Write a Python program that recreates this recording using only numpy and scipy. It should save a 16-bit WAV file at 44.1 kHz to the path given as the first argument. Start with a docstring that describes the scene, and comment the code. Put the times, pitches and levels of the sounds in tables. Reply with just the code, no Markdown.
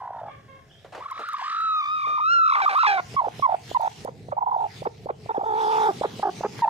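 """A brick nook in a shed: a hen on her nest gives a quavering grumble, a long wail breaking into a squawk,
then clucks and growls. Her voice is a harmonic tone whose pitch slips, with half-pitch lines when it roughens.
Shaped noise makes the reaching hand's rustle and rumble, scuffs, a dull throat pop, snaps and air;
a far hen is a wavering tone. The recorder's gain control ducks everything under loud calls."""
import sys
import numpy as np
from scipy import signal
from scipy.fft import rfft, irfft
from scipy.io import wavfile
from scipy.ndimage import uniform_filter1d, map_coordinates

SR = 44100
rng = np.random.default_rng(int(sys.argv[2]) if len(sys.argv) > 2 else 0)


def wav_out(sig):
    """Save sig, one row per channel (or a flat mono array), as 16-bit PCM at SR to the path in sys.argv[1]."""
    wavfile.write(sys.argv[1], SR, np.round(np.clip(np.atleast_2d(sig).T, -1, 1) * 32767).astype(np.int16))


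N = 295029
TIME_S = np.arange(N) / SR

# Still air of the shed. Each row: frequency in Hz, relative level in dB.
AIR_SPECTRUM = [(40, -11.5), (100, 1), (250, -14), (700, -7.5), (1500, -39), (3300, -26.5), (4400, -47),
                (5500, -27), (8000, -33.5), (15000, -42)]
# Far fowl, two moans and a peep. Each row: start in seconds, length in seconds, pitch in Hz, level in dB
# before the far trim, fade over the call in dB.
FAR_CALL_ROWS = [(0.267, 0.24, 566, -42, 32.5), (0.477, 0.13, 537, -49.5, 7), (0.69, 0.16, 3255, -56.5, 17)]
# Far hen's throat. Each row: frequency in Hz, relative level in dB.
FAR_THROAT_SPECTRUM = [(500, 2), (1100, 12), (1650, -0.5), (2200, 4.5), (2800, -8), (3500, -4), (5000, -58),
                       (9000, -70)]
# Hand shifting on the microphone case. Each row: time in seconds, level in dB before the trim.
RUMBLE_LEVEL = [(0, -64), (.25, -53), (.9, -61.5), (1.5, -70), (2.1, -52), (2.8, -54.5), (3.08, -40.5),
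                (4.25, -45), (5.1, -44), (6.69, -50)]
# Case rumble. Each row: frequency in Hz, relative level in dB.
RUMBLE_SPECTRUM = [(15, -59), (25, -29.5), (91, 2.5), (113, 8), (195, -2.5), (350, -14), (435, -4),
                   (565, -23), (793, -17.5), (912, -34), (1000, -49.5), (1300, -72.5), (2200, -120)]
# Sleeve dragging over the ledge as the hen is lifted. Each row: time in seconds, level in dB.
DRAG_LEVEL = [(5.3, -81), (5.7, -38), (5.97, -32.5), (6.25, -38.5), (6.69, -35.5)]
# Sleeve drag. Each row: frequency in Hz, relative level in dB.
DRAG_SPECTRUM = [(30, -54), (60, -23), (130, -1.5), (200, -2.5), (300, -9.5), (450, -10.5), (900, -34.5),
                 (3000, -73.5)]
# Scuffs and knocks on brick; the last row is a dull throat pop before the final cluck.
# Each row: start in seconds, level in dB, 60 dB decay in seconds, centre in Hz.
DULL_BURST_ROWS = [(0.2, -48, .04, 900), (0.846, -43, 0.18, 580), (0.923, -41, 0.72, 780),
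                   (0.949, -32, 0.11, 806), (0.976, -37.5, 0.18, 500), (1.167, -43.5, 0.17, 700),
                   (1.193, -30.5, 0.15, 594), (1.384, -27, 0.021, 1610), (2.07, -29.5, 0.45, 710),
                   (6.591, -25, 0.026, 700)]
# Straws snapping. Each row: start in seconds, level in dB before the trim.
SNAP_ROWS = [(1.112, -31.5), (1.2887, -27.5), (1.3334, -26.5), (1.6084, -30), (2.7748, -21), (3.418, -41),
             (3.8144, -21), (4.048, -26)]
# Sleeve and feathers brushing straw. Each row: time in seconds, level in dB before the trim.
RUSTLE_LEVEL = [(0, -97), (.9, -76), (1.55, -59.5), (2.3, -64), (2.7, -47), (3.15, -57), (3.66, -54),
                (3.86, -50), (4.02, -57), (4.14, -74.5), (4.45, -71), (4.62, -59.5), (4.72, -55.5),
                (5.1, -70.5), (5.5, -60), (5.62, -46), (5.84, -41.5), (6.1, -51.5), (6.69, -55)]
# Rustle. Each row: frequency in Hz, relative level in dB.
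RUSTLE_SPECTRUM = [(60, -35.5), (130, -15.5), (200, -5.5), (300, -8), (420, -7.5), (580, -14), (780, -7.5),
                   (1100, -10.5), (1500, -11.5), (2000, -6.5), (2700, -7.5), (3700, -9.5), (5200, -10.5),
                   (7700, -18), (10300, -25.5), (15000, -31.5)]
# Nook reverberation. Each row: frequency in Hz, 60 dB decay in seconds.
NOOK_T60 = [(200, 0.35), (1000, 0.25), (4000, 0.23), (12000, 0.027)]
# Hen before the microphone. Each row: time in seconds, lag of the left port in ms,
# left minus right in dB below the split, lag of the left port in the treble in ms.
HEN_PLACE = [(.1, .03, -1.6, .08), (1.1, .13, 0, .07), (1.7, .14, -1, .08), (2.0, .26, .3, .3),
             (2.6, .25, -.3, .3), (2.9, .2, -3.4, .29), (3.45, .24, -5.3, .31), (4.5, .31, -4.3, .34),
             (5.75, .29, -2.4, .28), (6.25, .11, -3, .13), (6.64, -.05, -1.3, .11)]
# Air hissing through the open beak. 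Each row: time in seconds, level in dB.
HISS_LEVEL = [(.25, -59), (.4, -62), (.9, -66), (1.0, -55), (1.48, -31), (1.8, -44), (2.48, -39),
              (2.64, -29), (2.94, -20), (3.03, -80)]
# Beak hiss. Each row: frequency in Hz, relative level in dB.
HISS_SPECTRUM = [(500, -45.5), (1100, -2.5), (1700, 13), (2400, -1.5), (3100, 0.5), (3900, -7), (4800, -4),
                 (7000, -22.5), (10000, -50.5), (15000, -49)]
# Wheeze of the low growl. Each row: time in seconds, level in dB.
WHEEZE_LEVEL = [(5.25, -89), (5.45, -44), (5.6, -25.5), (5.88, -16.5), (5.93, -70)]
# Wheeze. Each row: frequency in Hz, relative level in dB.
WHEEZE_SPECTRUM = [(600, -21.5), (1200, 8.5), (1700, -3), (2000, -33), (2900, -23), (3500, -5.5),
                   (4100, -25.5), (8000, -37.5)]
# Throat popping open. Each row: start in seconds, peak in dB before the trim, length in seconds.
POP_ROWS = [(3.142, -34, 0.0075), (3.395, -23, 0.0056), (3.714, -20, 0.0052), (4.049, -20.5, 0.015),
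            (4.285, -30.5, 0.0065), (4.82, -24.5, 0.013), (5.059, -22, 0.015), (5.26, -31, 0.0052),
            (6.012, -7.5, 0.011), (6.195, -21, 0.006), (6.408, -18.5, 0.007)]
# Throat and beak. Each row: frequency in Hz, relative level in dB.
THROAT_SPECTRUM = [(800, 25), (1250, 32.5), (1700, 6.5), (2050, 17.5), (2450, 4), (3100, -12), (3800, 1.5),
                   (4300, -15.5), (5200, -12.5), (6800, -28), (8500, -33), (12000, -67.5)]
# Catches in the voice. Each row: centre in seconds, half length to 1/e in seconds,
# pitch drop as a share, level change in dB.
VOICE_SLIPS = [(1.062, 0.0067, 0.2, 16), (1.119, .008, 0.19, 17), (1.241, 0.0062, .09, 9),
               (1.294, 0.0087, .11, 13.5), (1.345, .012, .06, 15), (1.421, .007, .28, -1.5),
               (1.822, 0.0043, .12, -4), (2.048, 0.0056, 0.12, 1.5), (2.181, 0.0033, .2, -3.5),
               (2.198, .005, .24, -4.5), (2.785, 0.0027, .16, -1), (2.837, 0.0052, .28, 2),
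               (2.853, 0.0047, 0.22, 6), (3.274, .009, 0.37, -5.5), (3.509, .004, 0.056, -3.5),
               (3.237, .007, 0.14, -8), (3.798, 0.0046, 0.12, 0), (4.368, 0.0043, 0.17, 2),
               (6.667, .005, 0.12, -11), (4.403, .009, .05, -28.5), (4.453, .007, 0.078, -39),
               (4.504, 0.0055, 0.057, -17.5), (4.583, 0.0045, 0.074, -10), (5.382, .0056, .4, 3.5),
               (5.43, .005, 0.64, -5.5)]
# Growls, long and short. Each row: start in seconds, length in seconds, pitch in Hz, starting level in dB,
# swell in dB, closing sag in seconds, quaver as a share of the pitch, undertone in dB, rasp in dB, overtones in dB.
GROWL_ROWS = [(0, 0.31, 909, -34, -4, .22, .12, -32, -21.5, -26.5),
              (4.366, 0.31, 911, -7.5, -6.5, .11, 0.083, -30.5, -29, -38),
              (5.34, 0.054, 910, -17.5, 5, .04, .08, -28, -22, -21.5),
              (5.389, 0.074, 880, -15, -7, 0.037, 0.077, -22, -16, -33),
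              (5.451, .465, 871, -14.5, 11, 0.04, 0.035, -9, -16, -23),
              (6.237, 0.069, 838, -9, -4, .045, 0.052, -11, -17, -24)]
# Short clucks. Each row: start in seconds, length in seconds, landing pitch in Hz, level in dB, undertone in dB.
CLUCK_ROWS = [(4.069, .028, 520, -23.5, -14), (4.313, 0.026, 570, -15, -26),
              (4.849, 0.032, 444, -11.5, -16), (5.084, 0.031, 434, -14.5, -24),
              (5.286, 0.036, 873, -13, -9.5), (6.03, 0.033, 434, -6.5, -31.5),
              (6.221, 0.028, 850, -10, -18.5), (6.429, 0.041, 410.5, -11.5, -19)]
# Two-part clucks. Each row: start in seconds, note length in seconds, top pitch in Hz, mid-note level in dB,
# pause in seconds, tail length in seconds, tail level in dB.
BAWK_ROWS = [(3.164, 0.045, 1112, -3.5, 0.0011, 0.077, -12.5), (3.423, 0.045, 1113, 0, 0.0069, 0.081, -9.5),
             (3.746, .03, 1015, -2, 0.02, .085, -12), (6.62, 0.034, 944.4, -1, 0, .08, -7)]
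# Long wail. Each row: time in seconds, pitch in Hz, level in dB, overtones in dB, quaver as a share of the pitch.
WAIL_PATH = [(1.0, 896, -35, -16, 0.045), (1.05, 1309, -41, -21, .055), (1.17, 1212, -33.5, -13, 0.068),
             (1.28, 1423, -32.5, -19.5, 0.035), (1.41, 1037, -27.5, -20.5, .06),
             (1.52, 1269, -20.5, -19, .05), (1.64, 1317, -13, -19.5, 0.013),
             (1.79, 1245, -10, -17.5, 0.011), (1.85, 1158, -20.5, -10, .035),
             (1.94, 1267, -12, -19, 0.0036), (2.01, 1213, -19.5, -13, 0.033),
             (2.05, 1203, -13.5, -14.5, 0.019), (2.23, 1224, -9.5, -22.5, 0.018),
             (2.33, 1415, 0, -17.5, 0.0081), (2.42, 1323, 1, -29, 0.0097), (2.54, 1205, -6, -13, .085),
             (2.68, 1178, -0.5, -31, .03), (2.77, 1230, -1, -23.5, 0.021), (2.83, 1381, -3.5, -14.5, 0.036)]
# Lopsided vibration in the wail. Each row: time in seconds, even against odd harmonics in dB.
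WAIL_LOPSIDED = [(1.0, -11), (1.65, -12.5), (1.9, 1), (2.33, 0), (2.5, -2)]
# Wail breaking into a squawk. Each row: start in seconds, length in seconds, starting pitch in Hz,
# starting level in dB, rasp between the harmonics in dB.
WAIL_BREAKS = [(2.554, 0.052, 820, -3.5, 14.5), (2.617, .04, 783.6, -8, -17.5),
               (2.691, .062, 802, -6.5, -0.5), (2.864, 0.12, 847.6, 0.5, -18.5),
               (2.975, .034, 731, -8.5, 0)]


def amp(db):
    """Decibels to gain."""
    return 10 ** (np.asarray(db) / 20)


def unit(x):
    """Scales to rms 1."""
    return x / np.sqrt(np.mean(x ** 2) + 1e-20)


def read(points, hz):
    """Interpolates a spectrum on a log-frequency axis."""
    f, value = np.transpose(points)
    return np.interp(np.log(hz + 1), np.log(f + 1), value)


def follow(rows, t):
    """Each column of a curve at the times t."""
    s, *columns = np.transpose(rows)
    return [np.interp(t, s, c) for c in columns]


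def level_gain(rows, trim_db=0):
    """Gain over the whole scene from a level curve."""
    return amp(follow(rows, TIME_S)[0] + trim_db)


def add(mix, s, sound):
    """Mixes a sound in at s seconds."""
    part = mix[..., max(round(s * SR), 0):][..., :sound.shape[-1]]
    part += sound[..., :part.shape[-1]]


def span(s, length_s):
    """Times from the start of a note, cut at the scene's end."""
    return np.arange(min(round(length_s * SR), N - round(s * SR))) / SR


def colour(x, points):
    """Filters by a spectrum; rms 1."""
    gains = amp(read(points, np.fft.rfftfreq(N, 1 / SR)))
    return unit(irfft(rfft(x) * gains, N))


def wobble(hz, octaves=.6):
    """Random motion at about hz cycles a second; rms 1."""
    f = np.fft.rfftfreq(N, 1 / SR) + 1e-3
    band = np.exp(-.5 * (np.log2(f / hz) / octaves) ** 2)
    return unit(irfft(rfft(rng.standard_normal(N)) * band, N))


def pair(x, likeness):
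    """Two unrelated signals become a partly alike left and right."""
    c = np.clip(likeness, 0, 1)
    return np.array([x[0], c * x[0] + np.sqrt(1 - c ** 2) * x[1]])


def still_air(level_db=-60, likeness=0.64):
    """Steady coloured noise, partly alike at both ports."""
    return amp(level_db) * colour(pair(rng.standard_normal((2, N)), likeness), AIR_SPECTRUM)


def far_hen(waver=0.037, waver_hz=29.6):
    """Eight throat-shaped harmonics on a wavering pitch."""
    out, k = np.zeros(N), np.arange(1, 9)[:, None]
    bend = 1 + waver * wobble(waver_hz)
    for s, length_s, hz, top_db, fade_db in FAR_CALL_ROWS:
        t = s + span(s, length_s)
        db = top_db - fade_db * (t - s) / length_s
        phase = 2 * np.pi * np.cumsum(hz * np.interp(t, TIME_S, bend)) / SR
        gains = amp(read(FAR_THROAT_SPECTRUM, k * hz))
        wave = (gains * np.sin(k * phase)).sum(0)
        add(out, t[0], unit(wave) * amp(db) * signal.windows.tukey(len(t), .2))
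    return out


def rumble(grip_trim_db=3, likeness=0.94):
    """Low noise of the grip and the dragging sleeve, nearly the same at both ports."""
    grip, cloth = (pair(rng.standard_normal((2, N)), likeness) for _ in range(2))
    grip = colour(grip, RUMBLE_SPECTRUM) * level_gain(RUMBLE_LEVEL, grip_trim_db)
    return grip + colour(cloth, DRAG_SPECTRUM) * level_gain(DRAG_LEVEL)


def dull_bursts(spread=1.32, lowpass_hz=3500, likeness=0.76):
    """Dull, decaying noise bursts: scuffs and knocks on brick, then one throat pop."""
    out = np.zeros((2, N))
    for s, db, decay_s, hz in DULL_BURST_ROWS:
        t = np.arange(0, decay_s, 1 / SR)
        band = signal.butter(1, [hz / spread, hz * spread], "band", fs=SR)
        burst = signal.lfilter(*band, pair(rng.standard_normal((2, SR)), likeness))
        burst = unit(signal.lfilter(*signal.butter(1, lowpass_hz, fs=SR), burst))[:, :len(t)]
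        add(out, s, burst * amp(db - 60 * t / decay_s))
    return out


def snaps(trim_db=-4, decay_s=0.0098, highpass_hz=3000):
    """Each dry straw breaks with a bright tick of noise, 60 dB down after decay_s."""
    out, t = np.zeros((2, N)), np.arange(SR // 20) / SR
    for s, db in SNAP_ROWS:
        tick = signal.lfilter(*signal.butter(2, highpass_hz, "high", fs=SR), rng.standard_normal((2, len(t))))
        add(out, s, tick * amp(db + trim_db - 60 * t / decay_s))
    return out


def patchy(x, depth_db=3):
    """The colour shifts as different straws and folds of cloth take the load."""
    z = signal.stft(x, SR, nperseg=512)[2]
    patches = uniform_filter1d(rng.standard_normal(z.shape[1:]), size=9, axis=0)
    patches = unit(uniform_filter1d(patches, size=14, axis=1))
    return unit(signal.istft(z * amp(depth_db * patches), SR, nperseg=512)[1][:, :N])


def rustle(trim_db=14, grain_db=2.5, grains_per_s=2500, rub_db=-3, likeness=0.29):
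    """Many tiny straw cracks over the smooth rub of cloth."""
    sizes = amp(grain_db * np.minimum(rng.exponential(1, (2, N)), 5))
    grains = sizes * (rng.random((2, N)) < grains_per_s / SR)
    cracks = unit(grains * rng.choice([-1, 1], (2, N)))
    drive = cracks + amp(rub_db) * rng.standard_normal((2, N))
    return colour(patchy(pair(drive, likeness)), RUSTLE_SPECTRUM) * level_gain(RUSTLE_LEVEL, trim_db)


def nook(x):
    """A short, dense noise tail off the close brick walls, decaying by frequency."""
    taps = rng.standard_normal((2, SR // 3)) * (np.arange(SR // 3) > SR // 250)  # 4 ms gap
    hz, t, z = signal.stft(taps, SR, nperseg=256)
    echoes = signal.istft(z * amp(-60 * t / read(NOOK_T60, hz)[:, None]), SR, nperseg=256)[1]
    return signal.fftconvolve(x[None], echoes / np.linalg.norm(echoes[0]), axes=1)[:, :N]


def ports(x, split_hz=1750):
    """Sound reaches the two ports at different times; the nook also makes the low tone stronger on one side."""
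    low = signal.sosfiltfilt(signal.butter(4, split_hz, fs=SR, output="sos"), x)
    lag_ms, balance_db, treble_lag_ms = follow(HEN_PLACE, TIME_S)
    out = np.zeros((2, N))
    for band, band_lag_ms, tilt_db in (low, lag_ms, balance_db), (x - low, treble_lag_ms, 0):
        shift = band_lag_ms * SR / 2000  # half the lag on each side, in samples
        out += [map_coordinates(band, [np.arange(N) - side * shift], order=3) * amp(side * tilt_db / 2)
                for side in (1, -1)]
    return out


def hiss(tone, flutter_db=2, flutter_hz=37, gating=0.64):
    """Turbulent air escapes in puffs, in step with the tone."""
    puffs = 1 + gating * np.cos(np.angle(signal.hilbert(tone)))
    beak, wheeze = rng.standard_normal((2, N)) * puffs * amp(flutter_db * wobble(flutter_hz))
    return (colour(beak, HISS_SPECTRUM) * level_gain(HISS_LEVEL)
            + colour(wheeze, WHEEZE_SPECTRUM) * level_gain(WHEEZE_LEVEL))


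def pops(start_hz=400, end_hz=1000, trim_db=5, rise_s=0.00069, damping=1.4):
    """A few cycles that sweep upward as the throat opens."""
    out = np.zeros(N)
    for s, db, length_s in POP_ROWS:
        t = np.arange(0, length_s, 1 / SR)
        phase = 2 * np.pi * np.cumsum(start_hz + (end_hz - start_hz) * t / length_s) / SR
        edges = np.minimum(t / rise_s, 1) * np.minimum((length_s - t) / rise_s, 1)
        shape = edges * np.exp(-damping * t / length_s)
        add(out, s, amp(db + trim_db) * shape / shape.max() * np.sin(phase))
    return out


def unsteadiness(quaver_per_s=55, quaver_wander=.22):
    """What all calls share: a quaver made of quick dips, fine jitter, flutter, grit and scattered cycle timing."""
    turns = np.cumsum(quaver_per_s * (1 + quaver_wander * wobble(25))) / SR
    dips = np.cos(np.pi * turns) ** 4
    return np.array([unit(dips - dips.mean()), wobble(220), wobble(50), wobble(200), wobble(130, 1)])


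def reed(shake, s, hz, level_db, quaver, over_db, under_db, half_db, even_db, fade_s=.003,
         jitter_share=.0015, jitter_per_quaver=.15,
         flutter_db_per_quaver=63, flutter_max_db=4, grit_db_per_quaver=5):
    """A tone, throat-shaped harmonics, and half lines where the cycles alternate and lose their timing."""
    t = s + np.arange(len(hz)) / SR
    dips, jitter, flutter, grit, scatter = shake[:, max(round(s * SR), 0):][:, :len(t)]
    hz = hz * (1 - quaver * dips + (jitter_share + jitter_per_quaver * quaver) * jitter)
    flutter_db = np.minimum(flutter_db_per_quaver * quaver, flutter_max_db) * flutter
    level_db = level_db + flutter_db + grit_db_per_quaver * quaver * grit
    for at_s, half_s, drop, change_db in VOICE_SLIPS:
        slip = np.exp(-np.minimum(((t - at_s) / half_s) ** 2, 20))
        hz, level_db = hz * (1 - drop * slip), level_db + change_db * slip
    phase = 2 * np.pi * np.cumsum(hz) / SR
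    phase = phase + .22 * np.minimum(amp(half_db + 6), 1) * scatter  # radians

    k = np.arange(2, 11)[:, None]
    gains = amp(read(THROAT_SPECTRUM, k * hz) + even_db * (k % 2 == 0))
    overtones = (gains * np.cos(k * phase)).sum(0) / np.linalg.norm(gains, axis=0)
    gains = amp(read(THROAT_SPECTRUM, (k - .5) * hz) - 8.9 * np.log2(k - 1))
    rasp = (gains * np.cos((k - .5) * phase)).sum(0) / np.linalg.norm(gains, axis=0)

    shares = amp(np.broadcast_arrays(0 * t, over_db, under_db, half_db))
    parts = [np.sin(phase), overtones, np.sin(phase / 2), rasp]
    wave = (shares * parts).sum(0) / np.linalg.norm(shares, axis=0)
    fade = np.clip(np.minimum(t - s, t[-1] - t) / fade_s, 0, 1)
    return s, np.sqrt(2) * wave * fade * amp(level_db)


def growl(shake, s, length_s, hz, db, swell_db, sag_s, quaver, under_db, rasp_db, over_db,
          closing_db=9, sag_share=.2, drift_share=0.015):
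    """A quavering note that drifts, then sags and roughens as the throat closes."""
    t = span(s, length_s)
    closing = np.clip(1 - (length_s - t) / sag_s, 0, 1)
    rough_db = closing_db * closing
    drift = drift_share * wobble(9)[:len(t)]
    return reed(shake, s, hz * (1 + drift - sag_share * closing), db + swell_db * t / length_s, quaver,
                over_db + rough_db, under_db + rough_db, rasp_db + rough_db, even_db=28, fade_s=0.017)


def cluck(shake, s, length_s, landing_hz, db, under_db, top_hz=1499, fall_s=0.018, rise_s=0.0097, rise_db=24.5):
    """The pitch plunges to its landing note while the sound swells."""
    t = span(s, length_s)
    hz = np.maximum(top_hz * np.exp(-t / fall_s), landing_hz)
    opening = np.minimum(t / rise_s, 1)
    return reed(shake, s, hz, db - rise_db * (1 - opening), quaver=0.046, over_db=-3 - 17.3 * np.log2(hz / 420),
                under_db=under_db, half_db=-14, even_db=12.5, fade_s=0.0065)


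def clear_note(shake, s, length_s, hz, db, peak_share=0.33, arch=0.38, swell_db=7.5):
    """First part of a two-part cluck: a nearly pure tone that arches in pitch and swells."""
    u = span(s, length_s) / length_s
    return reed(shake, s, hz * (1 - arch * (u - peak_share) ** 2), db + swell_db * (u - .5), quaver=0.013,
                over_db=-24.5, under_db=-49.5, half_db=-47, even_db=-5.5, fade_s=0.0036)


def tail(shake, s, length_s, db, start_hz=850, sag_hz_per_s=430, quaver=0.094, roughening_db=10):
    """Second part of a two-part cluck: quavering, and rougher as it sinks."""
    t = span(s, length_s)
    rough_db = roughening_db * t / length_s
    return reed(shake, s, start_hz - sag_hz_per_s * t, db, quaver,
                over_db=rough_db - 29.5, under_db=rough_db - 46, half_db=rough_db - 29, even_db=4, fade_s=0.0015)


def wail(shake, under_db=-54, rasp_db=-41, break_under_db=-27, blend_s=0.012, sag_hz_per_s=880,
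         fade_db_per_s=107, break_over_db=2, dulling_db_per_s=116.5, break_quaver=.024):
    """A long high call; toward its end it keeps dropping into the low register, where it sags and dulls."""
    s = WAIL_PATH[0][0]
    t = s + span(s, WAIL_BREAKS[-1][0] + WAIL_BREAKS[-1][1] - s)
    hz, level_db, over_db, quaver = follow(WAIL_PATH, t)
    state = np.array(np.broadcast_arrays(hz, level_db, quaver, over_db, under_db, rasp_db))
    for start_s, length_s, low_hz, db, harsh_db in WAIL_BREAKS:
        age_s = np.clip(t - start_s, 0, length_s)
        inside = np.clip(np.minimum(t - start_s, start_s + length_s - t) / blend_s + .5, 0, 1)
        low = np.array(np.broadcast_arrays(
            low_hz - sag_hz_per_s * age_s, db - fade_db_per_s * age_s, break_quaver,
            break_over_db - dulling_db_per_s * age_s, break_under_db, harsh_db))
        state = state + inside * (low - state)
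    return reed(shake, s, *state, follow(WAIL_LOPSIDED, t)[0], fade_s=0.0099)


def voice():
    """All voiced calls of the near hen, sharing one unsteadiness."""
    out, shake = np.zeros(N), unsteadiness()
    for row in GROWL_ROWS:
        add(out, *growl(shake, *row))
    for row in CLUCK_ROWS:
        add(out, *cluck(shake, *row))
    for s, length_s, hz, db, pause_s, tail_s, tail_db in BAWK_ROWS:
        add(out, *clear_note(shake, s, length_s, hz, db))
        add(out, *tail(shake, s + length_s + pause_s, tail_s, tail_db))
    add(out, *wail(shake))
    return out


def scene(wet_db=-25, far_db=-2, far_wet_db=-3):
    """Still air, far hen, reaching hand and near hen."""
    far, tone = far_hen(), voice()
    hen = tone + pops() + hiss(tone)
    echoes = nook(amp(wet_db) * hen + amp(far_wet_db) * far)
    others = still_air() + amp(far_db) * far + rumble() + dull_bursts() + snaps() + rustle()
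    return others + echoes + ports(hen)


def gain_control(x, threshold_db=-38, squeeze=0.44, recovery_db_per_s=170):
    """Turns down almost at once above the threshold and recovers at a steady rate in dB."""
    power_db = 10 * np.log10(abs(uniform_filter1d((x ** 2).mean(0), size=400)) + 1e-12)
    fall_db = recovery_db_per_s * TIME_S
    held_db = np.maximum.accumulate(power_db + fall_db) - fall_db
    over_db = np.maximum(held_db - threshold_db, 0)
    return x * amp(-squeeze * uniform_filter1d(over_db, size=150))


def record(dry, edge_hz=15600):
    """The recorder's gain control and band limit."""
    lowpass = signal.firwin(511, edge_hz, window=("kaiser", 9), fs=SR)
    return signal.oaconvolve(gain_control(dry), lowpass[None], "same")


dry = scene()
out = record(dry)
wav_out(out)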